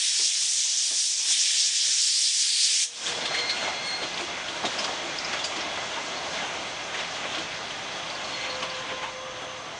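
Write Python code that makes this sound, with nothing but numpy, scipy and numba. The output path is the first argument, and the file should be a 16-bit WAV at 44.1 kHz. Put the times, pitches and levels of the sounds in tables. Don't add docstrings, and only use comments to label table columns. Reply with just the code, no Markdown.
import sys
import numpy as np
from scipy import signal
from scipy.fft import rfft, irfft, next_fast_len
from scipy.io import wavfile
from scipy.ndimage import uniform_filter1d
from numba import njit

SR = 44100
rng = np.random.default_rng(int(sys.argv[2]) if len(sys.argv) > 2 else 0)


def file_out(sig):
    cols = np.atleast_2d(sig).T
    lim = np.clip(cols, -1, 1)
    pcm = np.round(lim * 32767).astype(np.int16)
    wavfile.write(sys.argv[1], SR, pcm)


def to_linear_factor(level_db):
    exponent = np.asarray(level_db, float) / 20
    return 10 ** exponent


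N = 431738
TIME = np.arange(N) / SR
FREQ = np.fft.rfftfreq(next_fast_len(N), 1 / SR) + 1e-3
JET_SHUT_S = 2.837


def unit(x):
    return x / np.sqrt(np.mean(x ** 2))


def curves(table):
    s, *columns = np.transpose(table)
    return [np.interp(TIME, s, column) for column in columns]


def walk(rate):
    hold = int(SR / rate)
    levels = np.repeat(rng.standard_normal(N // hold + 1), hold)
    return 1.3 * uniform_filter1d(uniform_filter1d(levels, hold), hold)[:N]


def gate(start, end):
    return np.interp(TIME, [start, start + 0.045, end - 0.04, end], [0, 1, 1, 0])


def shaped(gain):
    spectrum = rng.standard_normal(len(FREQ)) + 1j * rng.standard_normal(len(FREQ))
    return irfft(gain * spectrum, next_fast_len(N))[:N]


def colour(table):
    hz, db = np.transpose(table)
    return to_linear_factor(np.interp(np.log(FREQ), np.log(hz), db))


def resonance(hz, width):
    return 1 / (1 + (2 * (FREQ - hz) / width) ** 2)


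def eddies(gain, lo_hz, hi_hz, shared_db, flicker_db, rate):
    out, shared = 0, walk(rate)
    for hz in lo_hz * 2 ** np.arange(0, np.log2(hi_hz / lo_hz) + 0.01, 0.5):
        window = np.cos(np.pi * np.clip(np.log2(FREQ / hz), -0.5, 0.5))
        swell_db = shared_db * shared + flicker_db * walk(rate)
        out = out + shaped(gain * window) * to_linear_factor(swell_db)
    return unit(out)


def narrow(table, swell_db, rate):
    out = 0
    for hz, width, db in table:
        out = out + to_linear_factor(db + swell_db * walk(rate)) * unit(shaped(resonance(hz, width)))
    return out


@njit
def svf(x, hz, width):
    y, band, low = np.empty(len(x)), 0., 0.
    for i in range(len(x)):
        g, k = np.tan(np.pi * hz[i] / SR), width / hz[i]
        v = (band + g * (x[i] - low)) / (1 + g * (g + k))
        band, low, y[i] = 2 * v - band, low + 2 * g * v, k * v
    return y


def add(out, s, sound):
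    i = int(s * SR)
    out[i:i + len(sound)] += sound[:N - i]


def burst(hz, width_hz, t60, rise):
    t = TIME[:SR // 2]
    centre, width = hz + 0 * t, 1. * width_hz
    ring = svf(svf(rng.standard_normal(len(t)), centre, width), centre, width)
    return unit(ring) * (1 - np.exp(-t / rise)) * 1000 ** (-t / max(t60, 0.02))


def jet():
    # (time [s], level [dB], valve opening [0-1], nozzle resonance [Hz])
    blow = [
        (0, -4, 0.52, 5600),
        (.3, -4.5, 0.36, 5800),
        (1.05, -5, 0.2, 5500),
        (1.17, -7.5, 0.08, 5600),
        (1.33, -4, 0.82, 5470),
        (1.7, -4.5, 0.58, 5360),
        (2.25, -4, 0.2, 5240),
        (2.68, -3, 0.68, 4560),
        (2.85, -5.5, 0.82, 5600),
    ]
    # (frequency [Hz], density [dB per Hz])
    roar = [(410, -60), (700, -38), (1440, -26), (1750, -16), (2000, -17.5), (2420, -12.5), (2710, -12.5),
            (3360, -5.5), (5290, -4.5), (8890, -4), (10400, -10), (13500, -52), (22000, -120)]
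    db, opening, hz = curves(blow)
    gain = colour(roar)
    core = eddies(gain, 4590, 6500, shared_db=0.48, flicker_db=1.66, rate=30)
    nozzle_hz = np.clip(hz * (1 + 0.043 * walk(6.9)), 2500, 8000)
    nozzle = unit(svf(core, nozzle_hz, 1360.0))
    low = eddies(gain, 783, 1600, shared_db=1.5, flicker_db=1.0, rate=18)
    mid = eddies(gain, 2270, 3200, shared_db=-0.7, flicker_db=1.0, rate=20)
    top = eddies(gain, 9000, 9100, shared_db=1.74, flicker_db=1.2, rate=12)
    since_shut = np.clip(TIME - JET_SHUT_S, 0, None)
    valve = np.exp(-since_shut / 0.016)
    echo = to_linear_factor(-14) * np.exp(-since_shut / 0.13)
    skirts = to_linear_factor(-28 + 5 * opening) * low + to_linear_factor(-12 + 9.5 * opening) * mid
    top = to_linear_factor(-8.5 + 7 * np.log2(hz / 5500)) * top
    body = unit(core + 0.75 * nozzle) + skirts
    return to_linear_factor(db + 1.5) * ((valve + echo) * body + (valve + 0.47 * echo) * top)


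def rolling():
    # (frequency [Hz], density [dB per Hz])
    rough_rail = [(15, -56), (25, -24), (117, -11.5), (320, -5.5), (444, -6.5), (774, -2.5), (1380, -3),
                  (1610, 0.5), (1820, -3), (2070, -2), (3260, -1), (4760, -9.5), (6440, -10.5),
                  (8950, -26.5), (10400, -31.5), (13500, -64), (22000, -120)]
    # (centre [Hz], width [Hz], lift [dB])
    modes = [
        (640, 130, 3),
        (2077, 110, 2.5),
        (3350, 32, -10),
    ]
    # (time [s], level [dB])
    load = [(0, -35), (.7, -36.5), (1.3, -33.5), (2.1, -38.5), (2.9, -38.5), (3.3, -38.5), (3.95, -40),
            (4.5, -39.5), (4.75, -36.5), (5.1, -38.5), (6.5, -38), (6.85, -39.5), (7.25, -38),
            (7.55, -39.5), (8.45, -39), (9.2, -43.5), (9.79, -42.5)]
    # (time [s], lift [dB])
    puffs = [(3.07, 4), (3.4, 4.5), (3.65, 5), (3.92, 1), (4.04, 3.5), (4.21, 3.5), (4.66, -2), (4.81, 2.5),
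             (5.34, 5), (5.6, 2.5), (5.95, 1), (6.38, 5), (7.0, 4.5), (7.36, 5), (8.1, 2), (8.3, 2),
             (8.45, 4), (8.63, 3.5), (8.79, 2), (8.9, 5.5), (9.04, 6), (9.42, 1)]
    lift = 1 + sum(0.5 * to_linear_factor(db) * resonance(hz, width) for hz, width, db in modes)
    gain = colour(rough_rail) * lift
    db, = curves(load)
    puffs_db = 0
    for s, up_db in puffs:
        rise, fall = (TIME - s) / 0.039, (s - TIME) / 0.046
        puffs_db = puffs_db + up_db * np.exp(np.minimum(rise, fall))
    rumble = eddies(gain, 199.4, 1150, shared_db=0.9, flicker_db=-0.24, rate=18)
    ground = eddies(gain, 25.4, 145, shared_db=0.6, flicker_db=0.7, rate=6)
    rush = eddies(gain, 1623, 3300, shared_db=0.18, flicker_db=1.18, rate=20)
    top = eddies(gain, 4580, 9100, shared_db=0.5, flicker_db=0.98, rate=20)
    since = TIME - JET_SHUT_S
    rush_db = -37 + 0.89 * (db - db.mean()) - 0.2057 * since
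    top_db = -2 - 0.5 * since + 0.47 * puffs_db
    treble = to_linear_factor(puffs_db) * rush + to_linear_factor(top_db) * top
    return to_linear_factor(db + 0.2 * puffs_db) * rumble + to_linear_factor(rush_db) * treble + to_linear_factor(-55.5 + 0.09 * since) * ground


def knocks():
    # (time [s], peak [dB], ring [Hz], deep thud [dB])
    joints = [(0.191, -8.5, 375, -41), (0.412, -17, 1120, -46), (0.649, -17, 929, -42),
              (0.905, -11, 627, -22), (1.189, -17, 942, -31), (1.249, -15, 716, -33),
              (1.299, -15, 750, -40), (1.869, -19, 610, -42), (3.214, -26, 670, -38),
              (3.304, -22, 700, -48), (3.624, -21.5, 670, -35), (3.674, -18, 686, -49),
              (4.015, -23, 534, -34.5), (4.192, -22, 730, -41), (4.278, -25, 622, -46),
              (4.563, -27, 580, -46), (4.636, -19, 690, -27), (4.877, -22, 557, -41),
              (5.333, -22, 760, -49), (5.556, -26, 1110, -41), (5.771, -20.5, 770, -46),
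              (5.823, -22.5, 725, -51), (5.969, -22.5, 935, -54), (6.418, -22, 845, -39),
              (7.247, -24.5, 580, -43), (7.369, -34, 657, -42), (8.619, -23, 1110, -38),
              (8.909, -26, 510, -38), (9.029, -24, 940, -47), (9.417, -24, 655, -39)]
    out, t60 = np.zeros(N), 0.21
    for s, db, hz, deep_db in joints:
        body = 0.5 * burst(hz, 180, t60, 0.0025) + 0.63 * burst(860, 1400, 0.84 * t60, 0.0021)
        add(out, s, to_linear_factor(db - 6.5) * body + to_linear_factor(deep_db) * burst(320, 390, t60, 0.0079))
    return out


def clanks():
    # (time [s], peak [dB], ring [Hz], top [dB])
    blows = [(3.0614, -12.5, 3360, -36), (3.2104, -18, 3528, -52), (3.2535, -11, 3460, -45),
             (3.3414, -11.5, 2090, -41), (3.3833, -13, 3220, -48), (3.4927, -11, 4190, -37),
             (3.5645, -19, 2610, -42), (3.6104, -19, 4200, -45), (3.6794, -20, 2080, -46),
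             (4.0274, -17, 3300, -59), (4.172, -18, 3350, -41), (4.199, -20, 2500, -41),
             (4.4804, -17, 3300, -61), (4.6497, -11.5, 3730, -27), (4.784, -14, 5070, -47),
             (4.8405, -14, 3170, -55), (5.328, -14, 1660, -46), (5.3884, -16.5, 3360, -47),
             (5.439, -13.5, 4740, -23), (5.5594, -19.5, 4360, -43), (5.9321, -21, 3310, -56),
             (6.3303, -21, 3330, -43), (6.9406, -17, 1890, -51.5), (6.9994, -23, 2060, -46),
             (7.347, -21, 3360, -47), (7.3818, -17, 3210, -46), (7.7056, -22, 3000, -47),
             (7.7868, -24, 2900, -51.5), (8.623, -16, 2780, -49), (9.0294, -24, 1970, -47)]
    out, t60 = np.zeros(N), 0.12
    for s, db, hz, top_db in blows:
        body = 0.92 * burst(hz, 600, t60, 0.0025) + 0.8 * burst(2800, 4400, 1.05 * t60, 0.0023)
        add(out, s, to_linear_factor(db - 13.0) * body + to_linear_factor(top_db - 4.0) * burst(6700, 2700, 1.14 * t60, 0.0082))
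    return signal.sosfilt(signal.butter(2, 8000, fs=SR, output="sos"), out)


def booms():
    # (time [s], peak [dB])
    tank_blows = [(1.259, -28), (1.404, -31), (1.884, -31), (3.049, -40), (4.021, -33), (4.208, -29.5),
                  (4.483, -31), (5.025, -33), (5.269, -45), (5.38, -46), (5.564, -34), (6.098, -36),
                  (6.419, -47), (7.367, -36), (7.928, -57), (9.417, -47)]
    out = np.zeros(N)
    for s, db in tank_blows:
        add(out, s, to_linear_factor(db - 5) * burst(334, 60, 0.33, 0.012))
    return out


def slip(hz, bites, wobble, rough_db, high_db):
    drift = wobble * walk(150) + 0.3 * wobble * walk(14)
    phase = 2 * np.pi * np.cumsum(hz * (1 + drift)) / SR
    first, second, third, fourth = (to_linear_factor(rough_db * walk(45)) * np.sin(k * phase) for k in range(1, 5))
    upper = second + to_linear_factor(high_db) * (third + fourth)
    out = 0
    for s, length, db, octave_db in bites:
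        out = out + gate(s, s + length) * (to_linear_factor(db) * first + to_linear_factor(octave_db) * upper)
    return to_linear_factor(2.0) * out


def squeal():
    # (start [s], length [s], level [dB], octave [dB])
    flange_bites = [
        (3.199, 0.86, -51, -51),
        (3.183, .17, -52, -45),
        (3.292, 0.27, -39.5, -37),
        (3.525, 0.15, -50, -43),
        (3.6, .24, -43.5, -48),
        (3.817, 0.19, -44, -36.5),
        (3.96, 0.15, -53, -42.5),
    ]
    return slip(2120, flange_bites, wobble=0.015, rough_db=2.5, high_db=-19)


def groan():
    # (start [s], length [s], level [dB], octave [dB])
    block_bites = [
        (7.848, 1.9, -53, -56.5),
        (8.2, .32, -57, -60),
        (8.47, 0.26, -44, -48),
        (8.7, 0.16, -47, -49),
        (8.84, 0.11, -41.5, -50),
        (8.904, 0.23, -48, -44.5),
        (9.115, .22, -43.5, -53),
        (9.33, 0.097, -44, -52),
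        (9.427, 0.2, -51, -60),
    ]
    return slip(516, block_bites, wobble=0.01, rough_db=2.3, high_db=-14)


def whines():
    # (start [s], end [s], centre [Hz], width [Hz], level [dB])
    lines = [
        (8.2, 9.79, 1147, 22, -51.5),
        (7.0, 9.79, 1222, 14, -55),
        (8.26, 8.56, 4280, 60, -44.5),
        (3.05, 3.95, 3365, 70, -46),
        (6.11, 6.23, 4330, 50, -47),
        (2.4, 3.5, 478, 9, -46),
        (9.02, 9.12, 930, 30, -43),
        (8.3, 9.7, 2780, 30, -57),
    ]
    return sum(gate(start, end) * narrow([line], swell_db=1.1, rate=18) for start, end, *line in lines)


def steel_rings():
    # (centre [Hz], width [Hz], level [dB])
    ring_lines = [(2407, 12, -56), (2008, 30, -57), (1653, 20, -57), (1444, 12, -55), (765, 25, -57),
                  (3362, 60, -50.5)]
    slowing = to_linear_factor(np.interp(TIME, [4, 8.5, 9.79], [2, -1, -6]))
    return slowing * narrow(ring_lines, swell_db=1.6, rate=8)


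def sparrow():
    # (time [s], peak [dB], pitch [Hz])
    chirps = [(4.141, -26, 4380), (4.7835, -28, 4960), (4.8434, -24, 4880), (5.1836, -24.5, 5020),
              (5.219, -36, 5030), (5.2444, -24.5, 5100), (5.6057, -26, 5240), (8.0993, -26.5, 4470),
              (8.1489, -29, 4500), (8.243, -28, 4260), (8.4996, -27, 4270), (8.551, -30, 4240),
              (8.5964, -30, 4660), (8.6487, -32, 4300), (8.6971, -29, 4530), (8.746, -30, 4220)]
    out, t = np.zeros(N), TIME[:SR // 25]
    for s, db, hz in chirps:
        phase = 2 * np.pi * np.cumsum(hz * (1.15 - 40 * t)) / SR
        note = np.exp(-((t - 0.004) / 0.003) ** 2) * np.sin(phase)
        add(out, s, to_linear_factor(db - 12.5) * note)
        add(out, s, to_linear_factor(db - 4.5) * burst(hz, 800, 0.075, 0.002))
    return out


def crickets():
    # (centre [Hz], width [Hz], level [dB])
    choirs = [
        (6228, 130, -54.5),
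        (5640, 110, -64),
    ]
    return narrow(choirs, swell_db=1.3, rate=10)


def scene():
    train = jet() + rolling() + knocks() + clanks() + booms()
    friction = squeal() + groan() + whines()
    return (train + friction + steel_rings() + sparrow() + crickets())[None]


def band_limit(x):
    return signal.sosfilt(signal.butter(12, 12390, fs=SR, output="sos"), x)


def record(dry):
    cut_hz = [9200, 10000, 10500, 10750, 10900, 11000]
    image_hz = [11025, 11300, 11500, 11800, 12000, 12300, 13000]
    size = next_fast_len(N)
    ducked = dry * to_linear_factor(np.interp(TIME, [2.87, 3.092], [-24.5, 0]))
    kept = rfft(ducked, size) * to_linear_factor(np.interp(FREQ, cut_hz, [0.8, -3, -9.5, -14, -23, -50]))
    mirror_db = np.interp(FREQ, image_hz, [-10, -10, -11, -16, -23, -33, -80])
    image = kept[:, ::-1].conj() * to_linear_factor(mirror_db) * (FREQ > SR / 4)
    mix = irfft(kept + image, size)[:, :N]
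    return band_limit(mix)


dry = scene()
out = record(dry)
file_out(out)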